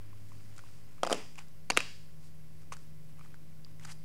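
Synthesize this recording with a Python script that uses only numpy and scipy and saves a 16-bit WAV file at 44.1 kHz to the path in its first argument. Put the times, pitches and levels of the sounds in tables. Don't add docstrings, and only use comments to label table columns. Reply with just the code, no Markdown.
import sys
import numpy as np
from scipy import signal
from scipy.fft import rfft, irfft
from scipy.io import wavfile

SR = 44100
rng = np.random.default_rng(int(sys.argv[2]) if len(sys.argv) > 2 else 0)


def ratio(d):
    e = np.asarray(d, float) / 20
    return 10 ** e


def wav_record(signal):
    frames = np.transpose(np.atleast_2d(signal))
    bounded = np.clip(frames, -1, 1)
    quanta = np.round(bounded * 32767).astype(np.int16)
    wavfile.write(sys.argv[1], SR, quanta)


N = 178252

DRONE_HZ = (106.2, 155.2)
# time in seconds, level in dB.
LOW_NOTE = [(0., -53), (.1, -53), (.83, -59), (1.1, -73.5), (1.57, -73), (1.75, -60.5), (2.37, -78.5),
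            (2.55, -65.5), (3.34, -65), (3.58, -78), (3.72, -59), (4.04, -69)]
# frequency in Hz, level in dB.
CHURN_COLOUR = [(50, -48.5), (90, -19), (130, 5), (200, -1), (320, -2.5), (450, -33), (800, -71.5)]
# multiple of the mains frequency (a plain number), level in dB.
MAINS_OVERTONES = [(5, -77), (6, -82), (7, -79), (9, -77), (10, -84), (11, -85), (13, -86), (18, -83),
                   (24, -89), (34, -87)]
# frequency in Hz, level in dB.
WHINE = [(11719, -87), (12080, -94)]
# frequency in Hz, level in dB.
AIR_COLOUR = [(20, -22), (55, -1), (110, 2), (200, -6.5), (330, -14.5), (450, -20), (1000, -24.5),
              (2200, -24), (3800, -29), (5000, -26.5), (6500, -30), (11500, -30), (15750, -32),
              (16000, -76)]

# frequency in Hz, time to fall by 60 dB in seconds.
GARAGE_FADE = [(200, 0.49), (500, 0.26), (1200, 0.44), (2700, .5), (5000, 0.66), (8000, 0.75),
               (12000, 0.76)]
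# frequency in Hz, level in dB.
GARAGE_COLOUR = [(200, 14), (700, 3.5), (2000, -1.3), (3000, 1.5), (4300, -0.5), (4900, 5.5), (5500, -0.5),
                 (8000, -0.5), (14000, -3)]
FAR_DB = (2.6, -0.64, -3.4)

# start in seconds, hardest moment in seconds,
# end in seconds, rasp level in dB, fizz against the rasp in dB.
STROKES = [(0., 0.007, 0.26, -69.5, -9), (.1, .36, 0.83, -71.5, 1), (0.447, 0.73, 0.85, -70.5, 1.5),
           (.78, .93, 1.7, -72.5, -2), (0.56, 0.594, 0.61, -61, -5), (1.086, 1.098, 1.25, -52, -4),
           (1.376, 1.38, 1.456, -58.5, -5.5), (2.194, 2.25, 2.305, -74, 6.5), (2.56, 2.63, 2.5, -77, 2),
           (2.716, 2.728, 2.752, -54.5, -1.5), (2.737, 2.79, 2.9, -75, 4), (3.052, 3.103, 3.16, -73, -4),
           (3.16, 3.2, 3.4, -72, -4), (3.225, 3.25, 3.3, -66.5, -4.5), (3.686, 3.715, 3.5, -71.5, -3),
           (3.796, 3.847, 3.88, -61.5, -3.5), (3.838, 3.883, 3.95, -57.5, -6.5),
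           (3.87, 3.924, 3.935, -61, 7)]
# frequency in Hz, level in dB.
RASP_COLOUR = [(250, -37), (500, -16), (900, -3), (1400, -3.5), (2500, -3.5), (3300, -8), (4200, -21.5),
               (6500, -67)]
# frequency in Hz, level in dB.
FIZZ_COLOUR = [(2500, -18), (3800, -5.5), (4900, 0.5), (5800, -3.5), (7500, -3.5), (9500, -6), (12000, -18),
               (14500, -28), (16500, -45)]

# factor on the main pitch (a plain number), level in dB, time to fall by 60 dB in seconds.
HARD_THUD = [(1.024, 13.5, 0.0059), (2., -3.5, 0.012), (.55, -12, 0.014), (1.45, -8, 0.0083)]
HARD_WALL = [(1.03, -0.5, 0.013), (0.862, -6, 0.008), (1.167, -9, 0.0066)]
LIGHT_THUD = [(1.005, 0, 0.013), (1.94, -13.5, 0.0084), (0.554, -11, 0.011), (1.4, -18.5, 0.011)]
LIGHT_WALL = [(0.989, -2, 0.0083), (0.69, -19.5, 0.0072), (0.63, -21.5, 0.0069)]
# frequency in Hz, level in dB.
CRACKLE_COLOUR = [(600, -33.5), (1200, 0), (2500, -9.5), (3800, -5.5), (4800, -4), (5700, -0.5), (7000, 0),
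                  (9000, -5), (11000, -11), (13000, -22), (16500, -36)]
# frequency in Hz, level in dB.
SHIVER_COLOUR = [(200, -13.5), (500, 3.5), (1000, -1), (2500, -0.5), (3900, -2.5), (4800, -5),
                 (8000, -15.5), (12000, -22.5), (16500, -38.5)]

# time in seconds, level in dB, pitch in Hz, crackle against the tap in dB.
TAPS = [(.13, -52, 1070, -12), (.318, -49, 1070, -14), (.58, -50, 1290, 5), (0.591, -42.5, 1410, -7),
        (.637, -46.5, 1050, -21), (.687, -56, 1410, -2.5), (.981, -51.5, 1190, -14),
        (1.38, -46.5, 950, -12), (1.388, -45, 920, -15), (2.632, -58, 1260, -5), (2.7212, -30, 1098, -18),
        (2.7244, -49, 420, -3), (2.7293, -40.5, 1100, -1), (2.737, -46, 1340, 5), (3.184, -56.5, 1140, -6),
        (3.193, -49.5, 1180, -5), (3.21, -45, 1220, -17), (3.251, -57, 820, -5), (3.259, -52, 1250, -9),
        (3.306, -56, 332, -12), (3.664, -56.5, 1090, -14), (3.811, -58, 1370, -5), (3.852, -41.5, 1340, -1),
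        (3.875, -51, 1400, .3), (3.888, -47, 1240, -13), (3.9, -51, 1510, -5), (3.911, -59, 1300, 9)]
# time in seconds, level in dB, pitch in Hz, crackle against the ring in dB.
PINGS = [(.292, -60, 7560, -1), (.564, -50, 7100, -1.5), (1.356, -50, 2420, -1), (1.383, -42.5, 2800, -4),
         (1.388, -39, 2390, -9.5), (1.391, -48, 5320, 3), (1.421, -61, 2300, 1), (1.483, -67, 1700, 12),
         (2.619, -58, 1710, -3), (2.7243, -43, 2700, 4), (2.7308, -43, 2400, -6), (2.7674, -46, 1540, 1),
         (2.789, -55, 5650, -14), (3.3426, -43.5, 1510, -13), (3.6472, -41, 4800, -18),
         (3.7966, -48.5, 2030, -2), (3.854, -42.5, 4870, -7), (3.836, -52, 3270, -1.5),
         (3.849, -38, 1570, -4)]
# time in seconds, thud in dB, thud pitch
# in Hz, wall ring against the thud in dB, wall pitch in Hz.
CLATTER = [(1.0324, -13.5, 642, -12.5, 3100), (1.038, -23, 666, -21, 5400), (1.049, -29.5, 970, -6, 2340),
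           (1.066, -24, 620, -11, 3040), (1.072, -23.5, 700, -13, 4750), (1.098, -24, 705, -14.5, 4700),
           (1.1066, -22, 635, -13.5, 4600), (1.111, -31.5, 1140, -16, 2400),
           (1.1153, -18.5, 412, -16, 4740), (1.12, -25, 656, -13, 2810), (1.127, -14.5, 576, -5.5, 3030),
           (1.1318, -25, 694, -8.5, 3120), (1.137, -31, 580, -27, 4640), (1.1445, -32, 376, -6, 2320)]
# time in seconds, wall in dB, wall pitch in Hz,
# thud against the wall in dB, thud pitch in Hz.
SNAPS = [
    (1.7013, -17, 2250, -2.5, 797),
    (1.7055, -18, 2640, -4.5, 890),
    (1.7185, -30.5, 2250, -8, 357),
    (1.7665, -27.5, 2620, -2.5, 660),
    (1.7732, -5.5, 2380, -15, 420),
    (1.775, -18.5, 2460, -10.5, 346),
    (1.7809, -29, 2380, -22, 593),
    (1.79, -34, 3840, 0, 1320),
    (1.8041, -22.5, 2440, -9.5, 1220),
]
# time in seconds, high ring in dB, its pitch in Hz,
# low ring in dB, its pitch in Hz.
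SHAKES = [
    (1.7015, -23.5, 4630, -27.5, 203),
    (1.702, -25, 6770, -40, 298),
    (1.7057, -19.5, 4630, -33.5, 480),
    (1.7728, -36, 6350, -21.5, 1240),
    (1.7739, -16.5, 1660, -57, 730),
    (1.7743, -48, 3300, -24, 280),
]


def evened(x):
    return x / np.sqrt(np.mean(x ** 2) + 1e-20)


def peaked(x):
    return x / abs(x).max()


def read(points, hz):
    f, value = np.transpose(points)
    return np.interp(np.log(hz + 1), np.log(f + 1), value)


def tinted(x, colour):
    gain = ratio(read(colour, np.fft.rfftfreq(len(x), 1 / SR)))
    return irfft(rfft(x) * gain, len(x))


def wander(hz):
    t = np.arange(N) / SR
    waves = (np.sin(2 * np.pi * (f * t + rng.random())) / np.sqrt(f) for f in np.geomspace(hz / 15, hz, 16))
    return evened(sum(waves))


def air():
    low_db = np.interp(np.arange(N) / SR, *np.transpose(LOW_NOTE))
    churn = ratio(low_db - 11.5) * evened(tinted(rng.standard_normal(N), CHURN_COLOUR))
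    return ratio(-59) * evened(tinted(rng.standard_normal(N), AIR_COLOUR)) + churn


def hum():
    t = np.arange(N) / SR
    low_db = np.interp(t, *np.transpose(LOW_NOTE))
    high_db = -55 - 21.5 * np.exp(-t / 0.92)
    out = np.zeros(N)
    for hz, db in zip(DRONE_HZ, (low_db, high_db)):
        turns = np.cumsum(hz + 0.26 * wander(4.7)) / SR
        out += np.sqrt(2) * ratio(db + 1.2 * wander(10.0)) * np.sin(2 * np.pi * turns)
    mains_hz = 59.75
    buzz = [(k * mains_hz, db) for k, db in MAINS_OVERTONES]
    for hz, db in buzz + list(WHINE):
        out += np.sqrt(2) * ratio(db + 0.75) * np.sin(2 * np.pi * (hz * t + rng.random()))
    return out


def garage(x):
    echoes = np.zeros(SR)
    at = np.arange(560, SR - 16, 16)
    echoes[at + rng.integers(0, 16, len(at))] = rng.choice([-1., 1.], len(at))
    hz, t, bands = signal.stft(echoes, SR, nperseg=256)
    fade_db = read(GARAGE_COLOUR, hz)[:, None] - 60 * t / read(GARAGE_FADE, hz)[:, None]
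    tail = signal.istft(bands * ratio(fade_db), SR, nperseg=256)[1]
    return signal.fftconvolve(x, tail / np.linalg.norm(tail))[:N]


def grit(per_s, spread_db, colour):
    size = ratio(spread_db * np.minimum(rng.exponential(1, N), 4)) * rng.standard_normal(N)
    hits = rng.random(N) < per_s / SR
    return evened(tinted(size * hits, colour))


def scrape():
    t, rasp, fizz = np.arange(N) / SR, np.zeros(N), np.zeros(N)
    fade_db, roundness = -17, 2.45
    for start, top, end, db, fizz_db in STROKES:
        before = (top - t) / max(top - start, .005)
        after = (t - top) / max(end - top, .005)
        away = np.where(t < top, before, after)
        power = ratio(db + fade_db * np.minimum(away, 3) ** roundness) ** 2
        rasp += power
        fizz += power * ratio(fizz_db) ** 2
    clumps = ratio(2.2 * wander(90.))
    coarse = clumps * np.sqrt(rasp) * grit(3500, 0.73, RASP_COLOUR)
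    fine = np.sqrt(fizz) * grit(9000, 2.86, FIZZ_COLOUR)
    return coarse + fine


def ring(t, hz, db, t60):
    return ratio(db - 60 * t / t60) * np.sin(2 * np.pi * hz * t)


def struck(t, hz, modes, rise_s, chance):
    body = 0
    for (factor, db, t60), c in zip(modes, np.r_[0, chance]):
        body = body + ring(t, hz * factor * (1 + 0.09 * c), db, t60)
    return peaked(body * (1 - np.exp(-(t / rise_s) ** 2)))


def buckle(row, modes, chance, noise):
    s, thud_db, thud_hz, wall_db, wall_hz, crackle_db = row
    thud_modes, wall_modes = modes
    t = np.arange(noise.shape[1]) / SR
    snap_db = -60 * t * 70 * max(wall_db + 14, 0)
    thud = struck(t, thud_hz, thud_modes, .0012, chance)
    wall = peaked(struck(t, wall_hz, wall_modes, 0.00037, chance[4:]) * ratio(snap_db))
    crackle_fade = ratio(snap_db - 60 * t / 0.012) * np.minimum(t / 0.00058, 1)
    crackle = peaked(tinted(noise[0], CRACKLE_COLOUR) * crackle_fade)
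    shiver_fade = ratio(-60 * t / 0.039) * np.minimum(t / 0.0052, 1)
    shiver = evened(tinted(noise[1], SHIVER_COLOUR)) * shiver_fade
    shiver_db = max(thud_db, wall_db) - 20
    return (ratio(thud_db) * thud + ratio(wall_db) * wall
            + ratio(crackle_db + 2.5) * crackle + ratio(shiver_db) * shiver)


def spread(row):
    s, thud_db, thud_hz, wall_db, wall_hz, crackle_db = row
    colour = [(130, thud_db - 19), (thud_hz, thud_db + 0.088), (wall_hz + 50, wall_db - 5.5),
              (7500, crackle_db - 12), (16500, crackle_db - 35)]
    click = tinted(signal.unit_impulse(512), colour)
    return np.roll(click, 256)[192:]


def contacts():
    taps = [(s, db, hz, db - 10, 2370, db + c) for s, db, hz, c in TAPS]
    pings = [(s, db - 20 * hz / 1900, 950, db, hz, db + c) for s, db, hz, c in PINGS]
    clatter = [(s, db, hz, db + up, wall_hz, db + up) for s, db, hz, up, wall_hz in CLATTER]
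    rim = [(s + 0.00036, db - 10.5, 1180, db - 17.5, 4850, db - 29.5) for s, db, *_ in CLATTER]
    snaps = [(s, db + low, thud_hz, db, hz, db - 8) for s, db, hz, low, thud_hz in SNAPS]
    shakes = [(s, low_db, low_hz, db, hz, db - 13) for s, db, hz, low_db, low_hz in SHAKES]
    hard, light = (HARD_THUD, HARD_WALL), (LIGHT_THUD, LIGHT_WALL)
    clatter_far, snap_far, light_far = FAR_DB
    return [(clatter, hard, clatter_far), (snaps, hard, snap_far), (taps + pings, light, light_far),
            (rim, light, clatter_far), (shakes, light, snap_far)]


def pan():
    out = np.zeros((2, N + 2048))
    for rows, modes, far_db in contacts():
        for row in rows:
            at = round(row[0] * SR)
            chance, noise = rng.uniform(-0.52, 1, 7), rng.standard_normal((2, 2048))
            out[0, at:at + 2048] += buckle(row, modes, chance, noise)
            out[1, at:at + 320] += spread(row) * ratio(far_db)
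    low_cut_hz = 172.0
    low_cut = signal.butter(3, low_cut_hz, "high", fs=SR, output="sos")
    return signal.sosfilt(low_cut, out[:, :N])


def scene():
    straight, around = pan()
    strokes = scrape()
    echo = garage(ratio(13.5) * around + ratio(-14.0) * strokes)
    return (straight + strokes + echo + hum() + air())[None]


def band_limit(x):
    return signal.sosfilt(signal.butter(12, 16810, fs=SR, output="sos"), x)


def record(dry):
    edge_hz, offset = 16750, -.0131
    treble_cut = signal.firwin(255, edge_hz, window=("kaiser", 9), fs=SR)
    limited = signal.oaconvolve(dry, treble_cut[None], "same")
    return band_limit(limited + offset)


dry = scene()
out = record(dry)
wav_record(out)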